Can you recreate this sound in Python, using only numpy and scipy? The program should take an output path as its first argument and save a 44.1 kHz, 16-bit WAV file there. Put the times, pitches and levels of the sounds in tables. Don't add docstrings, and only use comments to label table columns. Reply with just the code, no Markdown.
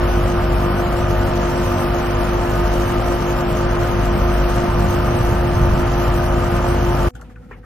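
import sys
import numpy as np
from scipy import signal
from scipy.fft import rfft, irfft, next_fast_len
from scipy.io import wavfile
from scipy.ndimage import uniform_filter1d

SR = 44100
rng = np.random.default_rng(int(sys.argv[2]) if len(sys.argv) > 2 else 0)


def level_to_linear(level):
    exponent = np.asarray(level, float) / 20
    return 10 ** exponent


def store_pcm(level_fs):
    pcm = np.round(np.clip(level_fs, -1, 1) * 32767).astype(np.int16)
    wavfile.write(sys.argv[1], SR, np.atleast_2d(pcm).T)


N = 337359
T = np.arange(N) / SR
PAD = next_fast_len(N + 4096)
F = np.maximum(np.fft.rfftfreq(PAD, 1 / SR), 1)
CUT_S = 7.087

# time_s, crank_hz
CRANK_SPEED = [(0, 49.37), (.9, 49.37), (1.15, 49.07), (2.3, 49.07), (2.7, 49.38), (7.1, 49.4)]
# pitch_hz, place_turns, length_turns, air_boost (ratio)
VALVE_EVENTS = [(600, .74, .1, .4), (1400, .54, .035, .6), (2800, .87, .04, .45), (5600, .86, .05, .8),
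                (11000, .86, .05, .25)]


def curve(table, column=1):
    return np.interp(T, [row[0] for row in table], [row[column] for row in table])


def over_hz(table):
    return np.interp(np.log(F), np.log([max(row[0], 1) for row in table]), [row[1] for row in table])


def bumps(table, width_s):
    return sum(db * np.exp(-.5 * ((T - s) / width_s) ** 2) for s, db in table)


def walk(rate):
    k = int(SR / rate)
    held = np.repeat(rng.standard_normal(N // k + 1), k)
    return 1.28 * uniform_filter1d(uniform_filter1d(held, k), k)[:N]


def noise(gain):
    white = rng.standard_normal((2, PAD))
    return irfft(rfft(white) * gain * np.sqrt(SR / 2), PAD)[:, :N]


def unit(x):
    return x / np.sqrt(np.mean(x[0] ** 2))


def tone(turns, db, wobble_db, rate):
    mid_phase = 2 * np.pi * (turns + 0.027 * wobble_db * walk(rate))
    mid = np.sin(mid_phase) * level_to_linear(wobble_db * walk(rate))
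    side = 0.4 * np.cos(2 * np.pi * (turns + 0.078 * wobble_db * walk(rate)))
    return np.sqrt(2) * level_to_linear(db) * np.array([mid, side])


def piston(turns):
    stroke_db = [-23, -56, -31, -35, -32.5, -42, -36, -69, -42, -38.5, -38, -47, -42, -40, -74, -41, -64,
                 -40.5, -53, -50, -42, -69, -71, -44, -41, -52.5, -49, -51.5, -79, -45, -47, -85, -52, -62,
                 -50.5, -72, -52, -59, -56, -61]
    # crank_multiple, level_db (rms)
    whine_lines = [(48, -73), (52, -60), (58, -57), (62, -55.5)]
    # time_s, level_db
    thud_swell = [(0, -18), (.7, -22.5), (1.15, -21.5), (1.6, -23), (2.3, -23.5), (2.7, -20.5), (3.15, -24),
                  (3.4, -23.5), (4.0, -21), (4.3, -18.5), (4.55, -20), (5.1, -24), (5.8, -22), (7.1, -22)]
    # time_s, depth_db
    thud_dips = [(.99, 10), (1.32, 2), (1.83, 9), (1.99, 6), (2.46, 11), (3.26, 8), (3.43, 9), (4.65, 15),
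                 (5.5, 4), (5.88, -1), (6.5, 8)]
    orders = np.arange(1, len(stroke_db) + 1)
    places = np.interp(orders * CRANK_SPEED[0][1], [v[0] for v in VALVE_EVENTS], [v[1] for v in VALVE_EVENTS])
    lag = np.cumsum(places) + 0.14 * rng.standard_normal(len(orders))
    thud_db = curve(thud_swell) - bumps(thud_dips, width_s=0.02)
    out = tone(turns - .3, thud_db, wobble_db=1.6, rate=14)
    for k, delay, db in zip(orders[1:], lag[1:], stroke_db[1:]):
        out = out + tone(k * turns - delay, db, wobble_db=min(0.2 * k + 0.1, 4.2), rate=22)
    for k, db in whine_lines:
        out = out + tone(k * turns, db, wobble_db=1.5, rate=13)
    return out


def fan():
    fan_hz, shake_hz, shake_db = 39.07, 33.3, -35
    # shaft_multiple, level_db (rms)
    shaft_lines = [(2, -45), (7, -44), (9, -25), (11, -47), (13, -48), (14, -42), (16, -34.6), (18, -36),
                   (20, -48), (22, -53), (23, -43), (30, -52), (31, -51)]
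    turns = np.cumsum(fan_hz * (1 + 0.0003613 * walk(1))) / SR
    blades = 0
    for k, db in shaft_lines:
        blades = blades + tone(k * turns + rng.random(), db, wobble_db=0.3 + 0.27 * max(k - 9, 0), rate=16)
    return blades + tone(shake_hz * T, shake_db, wobble_db=4.5, rate=3.38)


def air(turns, road_db):
    # pitch_hz, density_db (per Hz)
    air_colour = [(22, -48), (45, -43.5), (68, -41.5), (100, -39), (160, -48.5), (200, -46.5), (240, -54.5),
                  (400, -60), (470, -60.5), (545, -55.5), (600, -62), (710, -55.5), (760, -61.5), (900, -59),
                  (1100, -59.5),
                  (1250, -57.5), (1450, -62.5), (2000, -69.5), (3000, -72.5), (3600, -79.5), (5500, -79.5),
                (6100, -76.5), (7000, -81), (9000, -84), (11500, -86.5), (13500, -83.5), (15500, -83)]
    colour = level_to_linear(over_hz(air_colour) + 0.99)
    flap = 1.4 * walk(45)
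    centres = np.log2([100] + [v[0] for v in VALVE_EVENTS])

    def band(k):
        share = np.interp(np.log2(F), centres, np.arange(len(centres)) == k)
        return noise(colour * np.sqrt(share))

    out = band(0) * level_to_linear(road_db - 6.0)
    for k, (hz, place, length, boost) in enumerate(VALVE_EVENTS, start=1):
        puffed = band(k)
        chatter_db = 2.0 * (hz / 11000) ** 1.5
        chatter = chatter_db * (walk(80) + .8 * flap) / np.sqrt(2)
        puff = np.exp((np.cos(2 * np.pi * (turns - place)) - 1) / (2 * np.pi * length) ** 2)
        strength = (1 + boost * puff * level_to_linear(1.9 * walk(50))) * level_to_linear(.5 * walk(9) + chatter)
        out = out + puffed * strength / np.sqrt(np.mean(strength ** 2))
    return out


def tools():
    # time_s, level_db, pitch_hz, t60_s, bright_db
    ring_hits = [
        (7.151, -39, 1430, 0.039, -13),
        (7.152, -54.5, 3100, 0.13, -9),
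        (7.162, -46, 1460, .063, -15),
        (7.155, -47, 780, 0.09, -31),
        (7.225, -44, 675, 0.097, -23),
        (7.43, -61, 1300, .15, -25),
        (7.51, -39, 405, 0.16, -34),
    ]
    # time_s, level_db, pitch_hz, t60_s, bright_db
    knock_hits = [
        (7.214, -42, 1380, .065, -15),
        (7.36, -48, 1400, 0.13, -28),
        (7.512, -44, 1880, .15, -38),
        (7.528, -51, 2200, 0.14, -42),
        (7.63, -53, 1400, 0.34, -27),
    ]
    # time_s, level_db, pitch_hz, t60_s, bright_db
    scrape_hits = [
        (7.193, -47, 1000, 0.28, -26),
        (7.212, -51, 3500, 0.015, 1),
        (7.295, -49, 1300, 0.14, -19),
        (7.24, -63, 2600, .5, -22),
        (7.358, -50, 1700, .04, -28),
        (7.49, -55, 1260, .1, -30),
        (7.509, -41, 1000, 0.16, -40),
    ]
    rise_share = 0.014
    spray = unit(noise(1 / np.hypot(1, (F ** 2 - 6800 ** 2) / (F * 1900)) ** 0.73))
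    out = 0
    for hits, width in ((ring_hits, 0.32), (knock_hits, 0.63), (scrape_hits, 0.87)):
        for s, db, hz, t60, bright_db in hits:
            age = np.maximum(T - s, 0)
            shape = level_to_linear(db - 60 * age / t60) * np.minimum(age / (rise_share * t60), 1)
            ring = shape * noise(1 / (1 + ((F ** 2 - hz ** 2) / (F * width * hz)) ** 4))
            ring = unit(ring) * np.sqrt(np.mean(shape ** 2))
            out = out + ring + level_to_linear(bright_db) * shape * spray
    return out


def taps():
    # start_s, level_db, pitch_hz, t60_s
    steel_taps = [(7.151, -36, 1470, .04), (7.163, -43, 1450, .04), (7.203, -44, 790, .04),
                  (7.2135, -48, 6460, .015), (7.2135, -45, 2900, .008), (7.2135, -46, 2100, .01),
                  (7.221, -53, 4300, .015), (7.2135, -52, 4500, .006), (7.151, -54, 3200, .012),
                  (7.151, -55, 2300, .01), (7.51, -43, 1900, .025), (7.51, -44, 520, .05),
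                  (7.152, -54, 6700, .03), (7.152, -58, 10500, .01), (7.2135, -55, 11500, .01),
                  (7.218, -38, 1380, .04), (7.297, -51, 1290, .025), (7.357, -53, 2500, .02),
                  (7.3615, -44, 1470, .09), (7.3615, -51, 2700, .012), (7.466, -37, 171, .06),
                  (7.51, -38, 1030, .035), (7.517, -36, 1840, 0.045), (7.525, -47, 2400, .04),
                  (7.529, -43, 1350, .04), (7.536, -43, 2190, .04), (7.544, -45, 1150, .04),
                  (7.553, -51, 1600, .06), (7.562, -54, 1950, .06), (7.433, -54, 1350, .05),
                  (7.513, -42, 1500, .03), (7.533, -45, 1750, .04), (7.63, -55, 1850, .1),
                  (7.641, -45, 1240, .04)]
    rise_s = .0003
    out = 0
    for s, db, hz, t60 in steel_taps:
        age = np.maximum(T - s, 0)
        envelope = level_to_linear(db - 60 * age / t60) * (1 - np.exp(-age / rise_s))
        out = out + envelope * np.sin(2 * np.pi * hz * age)
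    return np.sqrt(2) * out * np.array([[1], [.3]])


def engine(hz, top_db, lower_db):
    # share_of_top_line, level_db
    lower_orders = [(6 / 13, -6), (8 / 13, 0), (11 / 13, -2)]
    turns = np.cumsum(hz) / SR
    lower = sum(tone(share * turns, top_db + lower_db + db, wobble_db=1.2, rate=5.5) for share, db in lower_orders)
    return tone(turns, top_db, wobble_db=1.0, rate=9) + lower


def traffic():
    # time_s, top_line_hz, level_db
    cruise = [(0, 106, -25), (.1, 103.5, -27), (.3, 97.6, -27.5), (.65, 97.6, -31), (1.04, 98, -25),
              (1.28, 98, -26), (1.4, 97, -42), (1.7, 97, -32), (2.93, 108.5, -28.5), (3.15, 107, -44),
              (3.45, 106.5, -32), (3.6, 106.3, -26), (3.85, 105.7, -27), (4.05, 104.5, -38),
              (4.6, 104, -40)]
    # time_s, swell_db
    road_gusts = [(.02, 3), (.4, 0.5), (.95, 2), (1.4, 0), (1.72, 2.5), (2.08, -3.5), (2.65, -0.5),
                  (3.22, -2.5), (4.2, 5.5), (3.85, 0.5), (4.82, 6.5), (5.25, 5), (6.2, 2), (5.68, 10),
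                  (7.08, -3)]
    pull_s, from_hz, to_hz, settle_s = 4.68, 108, 133, .78
    pull_level_db, rise_s, pull_lower_db = -30.5, 0.14, 3
    age = np.maximum(T - pull_s, 0)
    pull_hz = to_hz - (to_hz - from_hz) * np.exp(-age / settle_s)
    surge = bumps([(5.3, 5.5)], width_s=0.15)
    pull_db = pull_level_db + surge - 30 * (1 - np.minimum(age / rise_s, 1)) ** 2
    cruise_db = curve(cruise, column=2) - 25 * age
    both_db = 10 * np.log10(level_to_linear(pull_db + pull_lower_db) ** 2 + level_to_linear(cruise_db) ** 2)
    road_db = -1.5 + 0.054 * (both_db - pull_level_db) + bumps(road_gusts, width_s=0.15) + walk(15)
    cars = [(curve(cruise), cruise_db, -6.5), (pull_hz, pull_db, pull_lower_db - 1.0 * surge)]
    return cars, road_db


def driveway():
    # pitch_hz, density_db (per Hz)
    drive_colour = [(12, -38), (20, -3), (66, 6), (169, -2), (242, -9.5), (433, -27), (497, -20),
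                    (674, -38), (733, -27), (1170, -41), (1270, -33), (2600, -45), (3760, -52),
                    (15000, -61.5)]
    # pitch_hz, level_db (rms)
    hum_lines = [(246, -51), (494, -55), (740, -70)]
    # time_s, rise_db
    idle_lopes = [
        (7.15, 14),
        (7.21, 8),
        (7.255, 8),
        (7.335, 12),
        (7.4, 12.5),
        (7.54, 7),
        (7.61, 8),
    ]
    open_s, idle_hz, idle_db = 7.13, 52.7, -51
    colour = level_to_linear(over_hz(drive_colour))
    opening = np.clip((T - open_s) / .02, .2, 1)
    low = 1 / (1 + (F / 330) ** 6)
    rumble_db = -43.5 - 4 * (T - open_s).clip(0) + 3 * walk(22)
    rumble = unit(noise(colour * np.sqrt(low / (1 + (75 / F) ** 6)))) * opening * level_to_linear(rumble_db)
    surge = bumps(idle_lopes, width_s=.027)
    turns = np.cumsum(idle_hz - 8 + 0.72 * surge) / SR
    idle = 0
    for k in (1, 2, 3):
        idle = idle + tone(k * (turns - .25) + 0.27, idle_db + surge - 7 * (k - 1), wobble_db=3.0, rate=20)
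    hiss = noise(colour * np.sqrt(1 - low)) * level_to_linear(-55.5 + 2.5 * walk(30))
    hiss = hiss * np.clip((T - open_s) / .012, .12, 1)
    hum = sum(tone(hz * T, db, wobble_db=0.0, rate=8.6) for hz, db in hum_lines)
    return rumble + opening * idle + hiss + hum


def ports(pair):
    # pitch_hz, lead_rad
    left_lead = [(60, -0.18), (250, 0.43), (330, 0.42), (520, 0.5), (780, 0.68), (1120, 1), (1550, -0.56),
                 (2400, 0.18), (6000, 0.21)]
    # pitch_hz, level_db
    side_level = [(40, -5.5), (90, -25), (180, -8.5), (350, -12.5), (520, -6), (700, 0.5), (1000, -2),
                  (1400, -8), (2800, 0.5), (5600, 1.5), (8700, 3.5), (9300, -7), (13000, -16)]
    # pitch_hz, level_db
    port_balance = [(40, 2), (100, -0.5), (250, 0), (1400, 0.5), (5000, -0.5), (9000, 0)]
    mid, side = rfft(np.pad(pair, ((0, 0), (0, PAD - N)), mode="reflect"))
    turn = np.exp(.5j * over_hz(left_lead))
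    side = side * level_to_linear(over_hz(side_level) - 2.0)
    lean = level_to_linear(over_hz(port_balance) / 2)
    left, right = lean * (mid * turn + side), (mid / turn - side) / lean
    return irfft(np.array([left, right]), PAD)[:, :N]


def scene():
    turns = np.cumsum(curve(CRANK_SPEED)) / SR
    cars, road_db = traffic()
    yard = piston(turns) + fan() + air(turns, road_db) + sum(engine(*car) for car in cars)
    yard = ports(yard)
    thin = irfft(rfft(yard, PAD) / np.hypot(1, 2000 / F), PAD)[:, :N]
    spill_end_s = 7.11
    fade_s = [CUT_S - .001, CUT_S + .001]
    gate = np.interp(T, fade_s, [1, 0])
    spill = np.interp(T, fade_s + [spill_end_s - .004, spill_end_s], [0, level_to_linear(-13), level_to_linear(-14), 0])
    quiet = ports(driveway() + tools() + taps())
    return yard * gate + thin * spill + quiet * (T > CUT_S)


def starve(x):
    # pitch_hz, dead_zone (ratio)
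    dead_zone = [(3500, 0.22), (5600, 0.62), (5800, 0.37), (6500, 1.6), (7000, 2.2), (8700, 1.78),
                 (9200, 1.01), (11500, 1.08), (12500, 1.1), (15000, 0.99)]
    # time_s, drift_db
    hunger_drift = [(0, .5), (1.1, .5), (1.2, 2), (1.6, 1.5), (1.75, -.5), (2.1, 2), (2.4, 0), (4.5, 1),
                    (5, 0), (7.1, 0)]
    # start_s, length_s
    band_blanks = [
        (0, .07),
        (.2, .07),
        (.45, .18),
        (.82, .14),
        (1.12, .06),
        (1.24, .07),
        (1.85, .08),
        (2.22, .06),
    ]
    band_edges = [4650, 5170, 5685, 6290] + [6890 + 689 * k for k in range(13)]
    frame_start, top_hz = 844, 14990
    steady_hz = 8980
    hold, shared, spread_db = 0.25, 0.15, 9.0
    start = 1024 - frame_start
    padded = np.pad(x, ((0, 0), (start, 2048)), mode="reflect")
    hz, frames, z = signal.stft(padded, SR, window="cosine", nperseg=2048)
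    band = np.searchsorted(band_edges, hz)
    luck = rng.standard_normal((80, len(frames)))
    luck = signal.lfilter([np.sqrt(1 - hold ** 2)], [1, -hold], luck + shared * luck[0])
    size = np.abs(z.mean(0))
    rms = np.sqrt(uniform_filter1d(size ** 2, size=40, axis=0))
    calm = np.where((hz > steady_hz) | (hz < band_edges[2]), .55, 1)[:, None]
    drift_db = np.interp(frames, *np.transpose(hunger_drift)) * (hz > band_edges[2])[:, None]
    shift_db = spread_db * luck[band] * calm + drift_db - 14 * (frames > CUT_S)
    dead = np.interp(hz, *np.transpose(dead_zone), left=0)[:, None] * level_to_linear(shift_db)
    gaps = sum((frames > s) & (frames < s + length) for s, length in band_blanks).astype(bool)
    blank = (band == 3)[:, None] & gaps
    keep = (size >= dead * rms) & (hz < top_hz)[:, None] & ~blank
    wide = signal.lfilter([.8], [1, -.6], rng.standard_normal(luck.shape))[band] > .55
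    side = (z[0] - z[1]) / 2 * np.where((hz > steady_hz)[:, None], wide * level_to_linear(9.5), 1)
    z = z.mean(0) + side * np.array([1, -1])[:, None, None]
    return signal.istft(z * keep, SR, window="cosine", nperseg=2048)[1][:, start:][:, :N]


def top_cut(x):
    return signal.sosfilt(signal.butter(12, 15740, fs=SR, output="sos"), x)


def record(dry):
    rounded = dry / (1 + np.abs(dry / .72) ** 6) ** (1 / 6)
    mix = starve(rounded)
    return top_cut(mix)


dry = scene()
out = record(dry)
store_pcm(out)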